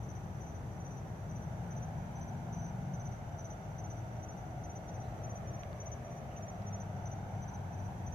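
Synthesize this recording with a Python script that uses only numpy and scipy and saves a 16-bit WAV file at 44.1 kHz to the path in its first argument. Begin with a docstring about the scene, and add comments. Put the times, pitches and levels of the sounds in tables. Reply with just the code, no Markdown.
"""Two crickets chirping over a rumble of distant traffic: a yard at night, from a hand-held phone.
Each cricket scrapes its wings at its own pace, above a faint chorus of others. The traffic's tyre roar
is coloured by a bounce off the ground, and a narrow band of it near 700 Hz swells and fades.
Far engines come and go, a machine hums, and there are a few small ticks and squeaks."""
import sys
import numpy as np
from scipy import signal
from scipy.fft import rfft, irfft, next_fast_len
from scipy.io import wavfile
from scipy.ndimage import uniform_filter1d

SR = 44100
rng = np.random.default_rng(int(sys.argv[2]) if len(sys.argv) > 2 else 0)


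def dump_mix(stems):
    """Bounce the given channels to the path in sys.argv[1] as a 16-bit WAV at rate SR."""
    frames = np.atleast_2d(stems).T  # one column per channel
    limited = np.clip(frames, -1, 1)  # hard clip at full scale
    pcm = np.round(limited * 32767).astype(np.int16)
    wavfile.write(sys.argv[1], SR, pcm)


N = 359228
TIME = np.arange(N) / SR
FREQ = np.maximum(np.arange(N // 2 + 1) * SR / N, 1)


def undb(db):
    """Decibels to gain."""
    return 10 ** (np.asarray(db) / 20)


def unit(x):
    """Scale to rms 1."""
    return x / np.sqrt(np.mean(x ** 2))


def curve(table, column):
    """One table column, linear in time between rows."""
    rows = np.array(table)
    return np.interp(TIME, rows[:, 0], rows[:, column])


def walk(rate_hz):
    """Smooth random signal, rms 1, rolling off at rate_hz."""
    size = next_fast_len(N, real=True)
    hz = np.arange(size // 2 + 1) * SR / size
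    spectrum = rfft(rng.standard_normal(size)) * np.exp(-(hz / rate_hz) ** 2)
    return unit(irfft(spectrum, size)[:N])


def phase_of(hz):
    """Running phase [rad] of a changing frequency."""
    return 2 * np.pi * np.cumsum(hz) / SR


def stereo_noise(spectrum, correlation=0):
    """Coloured noise at the two microphones, rms 1."""
    hz, db = np.transpose(spectrum)
    gain = undb(np.interp(np.log(FREQ), np.log(hz), db))
    mid, side = rfft(rng.standard_normal((2, N))) * gain
    mid, side = mid * np.sqrt(1 + correlation), side * np.sqrt(1 - correlation)
    return unit(irfft(np.array([mid + side, mid - side]), N))


def pan(db):
    """Stereo gains for a left-minus-right level, single or per frequency."""
    return undb(np.vstack([db, -db]) / 2)


def fade(start_s, end_s, ramp_s):
    """Rise, hold, fall; half gain at start_s and end_s."""
    return np.clip(np.minimum(TIME - start_s, end_s - TIME) / ramp_s + .5, 0, 1)


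def add(out, start_s, sound):
    """Mix a short sound in at start_s."""
    i = max(int(start_s * SR), 0)
    part = sound[..., :max(N - i, 0)]
    out[:, i:i + part.shape[-1]] += part


# machine lines: (frequency [Hz], relative level [dB])
HUM_LINES = [(118.6, -53), (319, -66), (930, -67), (1049, -75.5), (3005, -88), (3229, -82), (3539, -83.5),
             (3599, -105), (3659, -95), (4761, -86)]

def hum(gain_db, waver_db, drift_hz):
    """Thin lines of a far machine, wavering on the night air."""
    out = np.zeros((2, N))
    for hz, db in HUM_LINES:
        phase = phase_of(hz + drift_hz * walk(2.58))
        lead_rad = np.array([[min(hz / 1500, 1) * rng.standard_normal()], [0]])
        out += np.sqrt(2) * undb(db + gain_db + waver_db * walk(2.4)) * np.sin(phase + lead_rad)
    return out


# low hum tones: (start [s], end [s], frequency [Hz], level [dB])
HUM_SWELLS = [(3.8, 5.6, 316.3, -63.5), (3.854, 4.305, 117.9, -49.5), (4.968, 5.55, 119.6, -47.5),
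              (5.895, 6.55, 232, -60)]

def hum_swells(fade_s, drift_hz):
    """Now and then a low line of the hum comes through more strongly."""
    out = np.zeros(N)
    for start_s, end_s, hz, db in HUM_SWELLS:
        phase = phase_of(hz + drift_hz * walk(4.33))
        out += np.sqrt(2) * undb(db) * fade(start_s, end_s, fade_s) * np.sin(phase)
    return out * pan(1.1)


# harmonics of two engines: (cycle multiple [-], relative level [dB])
CLIMBING_ORDERS = [(5, 0.5), (6, -1.5), (7, -1), (8, -3.5), (10, -7)]
CRUISING_ORDERS = [(5, 1.5), (7, -5), (9, -6), (10, -5.5)]

def engine(orders, span_s, glide_hz, gain_db, fade_s, waver_db, drift_hz):
    """A few multiples of the engine cycle carry this far; they glide together and waver apart."""
    cycle_hz = np.interp(TIME, span_s, glide_hz)
    out = np.zeros(N)
    for multiple, db in orders:
        phase = phase_of(multiple * cycle_hz + drift_hz * walk(4.21))
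        out += np.sqrt(2) * undb(db + gain_db + waver_db * walk(2.8)) * np.sin(phase)
    return out * fade(*span_s, fade_s) * pan(1.4)


# traffic loudness: (time [s], relative rumble level [dB], relative roar level [dB])
TRAFFIC_LEVELS = [(0, -43, -52.5), (1.3, -43, -52), (1.7, -42, -50.5), (3.6, -44.5, -51.5),
                  (4.05, -43.5, -51.5), (4.8, -44, -51.5), (5.24, -42, -50.5), (5.75, -45, -52),
                  (7.1, -45, -50.5), (8.15, -42, -51)]
# engine and tyre noise: (frequency [Hz], relative density [dB])
RUMBLE_SPECTRUM = [(20, -23), (30, -33), (48, -6), (70, -3.5), (100, 2.5), (130, 0), (180, -4),
                   (240, -14.5), (320, -28.5), (600, -52.5)]
TYRE_SPECTRUM = [(100, -10), (250, -1), (400, 1), (500, -2), (620, 0.5), (780, 2), (920, -2), (1100, -7.5),
                 (1500, -9.5), (2200, -17.5), (3000, -23.5), (4200, -30.5), (7000, -49.5), (12000, -66)]
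# likeness of left and right: (frequency [Hz], correlation [-])
MIC_CORRELATION = [(130, .965), (280, .88), (500, .68), (780, .55), (1000, .15), (1300, -.2), (2000, 0)]
# ground reflection as the phone moves: (time [s], first comb peak [Hz], gain [-])
GROUND_BOUNCE = [(0, 646, 0.056), (1.1, 616, 0.072), (1.9, 808.5, 0.35), (3, 728.5, 0.31), (5, 685.6, 0.33),
                 (5.8, 558.8, 0.35), (8.15, 852, 0.31)]

def traffic(grass_cutoff_hz, rumble_gain_db, roar_gain_db):
    """Engines and tyres all round; the ground returns a late copy of the roar, dulled by grass."""
    correlation = np.interp(FREQ, *np.transpose(MIC_CORRELATION))
    rumble = stereo_noise(RUMBLE_SPECTRUM, correlation) * pan(2.1)
    rumble *= undb(curve(TRAFFIC_LEVELS, 1) + rumble_gain_db)
    # the phone's body shades the left microphone in the upper mids
    shade_db = np.interp(FREQ, [400, 800, 1300, 2400, 5000], [2.5, 0, -1.9, -3.5, -2])
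    tyre_spectrum = rfft(stereo_noise(TYRE_SPECTRUM, correlation)) * pan(shade_db)
    direct = irfft(tyre_spectrum, N)
    dulled = irfft(tyre_spectrum / np.sqrt(1 + (FREQ / grass_cutoff_hz) ** 2), N)
    delay_s = 1 / curve(GROUND_BOUNCE, 1)
    bounced = np.array([np.interp(TIME - delay_s, TIME, channel) for channel in dulled])
    roar = unit(direct + curve(GROUND_BOUNCE, 2) * bounced)
    return rumble + roar * undb(curve(TRAFFIC_LEVELS, 2) + roar_gain_db)


def roar_band(nominal_hz, width_hz, bounce_follow, peak_s, span_s, peak_db):
    """A narrow band of traffic roar swells and fades, partly following the ground bounce's pitch."""
    centre_hz = nominal_hz * (curve(GROUND_BOUNCE, 1) / nominal_hz) ** bounce_follow
    phase = phase_of(centre_hz)
    band = walk(width_hz) * np.sin(phase) + walk(width_hz) * np.cos(phase)
    swell = 1 / np.hypot(1, (TIME - peak_s) / span_s)
    return unit(band) * undb(peak_db) * swell


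# upper traffic band: (frequency [Hz], relative density [dB])
BRIGHT_SPECTRUM = [(1700, -31), (2000, -4), (2220, -3), (2480, -10), (2760, -13), (3200, -19), (5000, -30)]

def bright_traffic(facing_s, span_s, away_db, rise_db):
    """A brighter traffic hiss rises and falls as the phone turns to the house and back."""
    facing = np.exp(-((TIME - facing_s) / span_s) ** 2)
    return stereo_noise(BRIGHT_SPECTRUM) * undb(away_db + rise_db * facing) * pan(-1.1)


# snaps: (time [s], relative level [dB], low edge [Hz], high edge [Hz], decay [s])
TICKS = [(2.197, -70, 6000, 12000, .005), (3.124, -61, 4500, 7500, .0015), (4.89, -66, 3000, 5500, .01),
         (5.634, -38, 900, 2700, 0.00077), (5.73, -45.5, 800, 2700, .0008), (6.62, -64, 3580, 5500, .005)]

def ticks(gain_db):
    """Tiny dry snaps and rustles close by: decaying bursts of band noise."""
    out = np.zeros((2, N))
    t = np.arange(SR // 15) / SR
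    for start_s, db, low_hz, high_hz, decay_s in TICKS:
        snap = rng.standard_normal((2, len(t))) * np.exp(-t / decay_s)
        band = signal.butter(2, [low_hz, high_hz], "band", fs=SR, output="sos")
        add(out, start_s, 2 * undb(db + gain_db) * signal.sosfilt(band, snap))
    return out


# high peeps: (centre time [s], pitch [Hz], length [s], level [dB], pitch waver [Hz])
SQUEAKS = [(5.056, 3900, 0.08, -75, 202), (6.318, 2820, 0.025, -66, 132), (6.366, 2770, 0.017, -63.5, 130)]

def squeaks():
    """Brief, thin tones of unsteady pitch."""
    out = np.zeros((2, N))
    for centre_s, hz, length_s, db, waver_hz in SQUEAKS:
        phase = phase_of(hz + waver_hz * walk(301))
        envelope = np.exp(-(2 * (TIME - centre_s) / length_s) ** 2)
        out += np.sqrt(2) * undb(db) * envelope * np.sin(phase)
    return out


# massed crickets: (frequency [Hz], relative density [dB])
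CHORUS_SPECTRUM = [(5300, -48), (5650, -14), (5850, 0), (6020, 2), (6180, -4), (6350, -13.5), (6900, -18),
                   (7500, -15), (8300, -32)]

def chorus(level_db, throb_db):
    """Many far crickets blur into a throbbing band around their common pitch."""
    throb = np.array([walk(28), walk(28)])
    return undb(level_db + throb_db * throb) * stereo_noise(CHORUS_SPECTRUM) * pan(3)


def yard_reverb(x, t60_s, wet_db):
    """Fence, grass and walls scatter a weak, short tail."""
    t = np.arange(SR // 2) / SR
    tail = rng.standard_normal((2, len(t))) * undb(-60 * t / t60_s) * (t > .004)
    tail /= np.sqrt(np.sum(tail ** 2, axis=1, keepdims=True))
    return x + undb(wet_db) * signal.fftconvolve(x, tail, axes=1)[:, :N]


# phone turning: (time [s], near cricket L-R [dB], far cricket L-R [dB], left phase lead [rad])
HEADING = [(0, 9, 7, 1), (1.0, 2, 6.5, 2.5), (2.3, 1, 2, 0.5), (3.2, -5, 1, 1.04), (4.4, -1, 6, 1.77),
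           (5.5, 5, -1.5, 3), (6.4, -2.5, 0, 3), (7.4, 1, 3, 0.6), (8.15, -3, 7, 2)]
# chirps: (first syllable centre [s], syllables [count], relative level [dB])
NEAR_CHIRPS = [(0.043, 2, -65), (0.418, 2, -62.5), (0.814, 2, -63), (1.309, 2, -64), (1.721, 3, -58.5),
               (2.166, 2, -59.5), (2.541, 3, -56.5), (2.951, 3, -57.5), (3.399, 3, -56.5), (3.796, 3, -57),
               (4.241, 2, -57), (4.652, 3, -57), (5.251, 3, -56), (5.814, 3, -52.5), (6.378, 3, -57.5),
               (6.755, 2, -56), (7.07, 2, -56), (7.434, 3, -58.5), (8.078, 2, -56.5)]
FAR_CHIRPS = [(0.106, 2, -61.5), (0.44, 3, -63), (0.862, 3, -61), (1.313, 3, -62.5), (1.765, 3, -70),
              (2.228, 2, -61), (2.57, 3, -60.5), (3.069, 2, -60.5), (3.405, 3, -61), (3.924, 2, -61),
              (4.325, 2, -64), (4.895, 3, -59), (5.487, 3, -57), (6.06, 3, -60), (6.682, 2, -54.5),
              (7.063, 3, -68), (7.739, 3, -64)]

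def cricket(chirps, balance_db, hz, period_s, syllable_s, glide_hz, shake_hz, rasp, gain_db):
    """Each wing closure drags the scraper over the file: a nearly pure, slightly rising syllable."""
    out = np.zeros((2, N))
    stroke = np.arange(int(syllable_s * SR)) / SR / syllable_s
    ramp = np.minimum(1, np.minimum(stroke / 0.14, (1 - stroke) / 0.28))
    envelope = np.sin(ramp * np.pi / 2) ** 2
    leads_rad = curve(HEADING, 3)
    for time_s, count, db in chirps:
        pan_db = np.interp(time_s, TIME, balance_db)
        lead_rad = np.interp(time_s, TIME, leads_rad)
        for k in range(count):
            force, detune, late, sway, lean = rng.standard_normal(5)
            # uneven teeth shake pitch and level
            teeth = rng.standard_normal((2, len(stroke)))
            shake, flutter = (unit(uniform_filter1d(row, size=90)) for row in teeth)
            pitch_hz = hz + 4 * detune + glide_hz * (stroke - .5) + shake_hz * shake
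            phase = phase_of(pitch_hz) + 2 * np.pi * rng.random()
            amplitude = undb(db + gain_db + 0.32 * force) * envelope * (1 + rasp * flutter)
            # short wavelength: hand sway shifts phase and balance
            shift_rad = np.array([[lead_rad + 0.41 * sway], [0]])
            syllable = np.sqrt(2) * amplitude * np.sin(phase + shift_rad) * pan(pan_db + 1.1 * lean)
            add(out, time_s + k * period_s - syllable_s / 2 + .0004 * late, syllable)
    return out


def scene():
    """Two crickets in front of the night's background."""
    near = cricket(NEAR_CHIRPS, curve(HEADING, 1), hz=6053, period_s=.0585, syllable_s=.032,
                   glide_hz=41.5, shake_hz=13, rasp=0.11, gain_db=0.3)
    far = cricket(FAR_CHIRPS, curve(HEADING, 2), hz=5990, period_s=.06, syllable_s=.034,
                  glide_hz=20, shake_hz=17, rasp=0.049, gain_db=-1.8)
    crickets = yard_reverb(near + far, t60_s=0.27, wet_db=-14) + chorus(level_db=-71.5, throb_db=1.5)
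    road = traffic(grass_cutoff_hz=1600, rumble_gain_db=-0.5, roar_gain_db=1.44)
    road += roar_band(nominal_hz=702, width_hz=107, bounce_follow=.35,
                      peak_s=5.8, span_s=1.22, peak_db=-53.5)
    road += bright_traffic(facing_s=5.9, span_s=1, away_db=-78, rise_db=10.5)
    road += engine(CLIMBING_ORDERS, span_s=(1.3, 3.15), glide_hz=(21.58, 23.8),
                   gain_db=-49.5, fade_s=0.51, waver_db=2, drift_hz=1.18)
    road += engine(CRUISING_ORDERS, span_s=(6.35, 8.4), glide_hz=(20.05, 19.8),
                   gain_db=-49.5, fade_s=.4, waver_db=0, drift_hz=1.143)
    machine = hum(gain_db=-5.5, waver_db=0.5, drift_hz=1.147) + hum_swells(fade_s=0.11, drift_hz=1.116)
    return machine + road + ticks(gain_db=5) + squeaks() + crickets


# microphone self-noise: (frequency [Hz], relative density [dB])
HISS_SPECTRUM = [(2500, -1), (4500, 3.5), (7000, 9.5), (8400, -10), (9600, 2), (14500, 0)]

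def record(dry):
    """The microphones add hiss, the left a little brighter; the top is cut at 14.5 kHz."""
    tilt_db = np.interp(FREQ, [5000, 8000, 11500], [1, 5, 1.9])
    hiss_db = -73.5 + 0.31 * walk(9)
    hiss = undb(hiss_db) * irfft(rfft(stereo_noise(HISS_SPECTRUM)) * pan(tilt_db), N)
    edge_fade = np.minimum(1, np.minimum(TIME, TIME[-1] - TIME) / .003)
    lowpass = signal.ellip(10, .2, 70, 14500, fs=SR, output="sos")
    return signal.sosfilt(lowpass, (dry + hiss) * edge_fade)


dry = scene()
out = record(dry)
dump_mix(out)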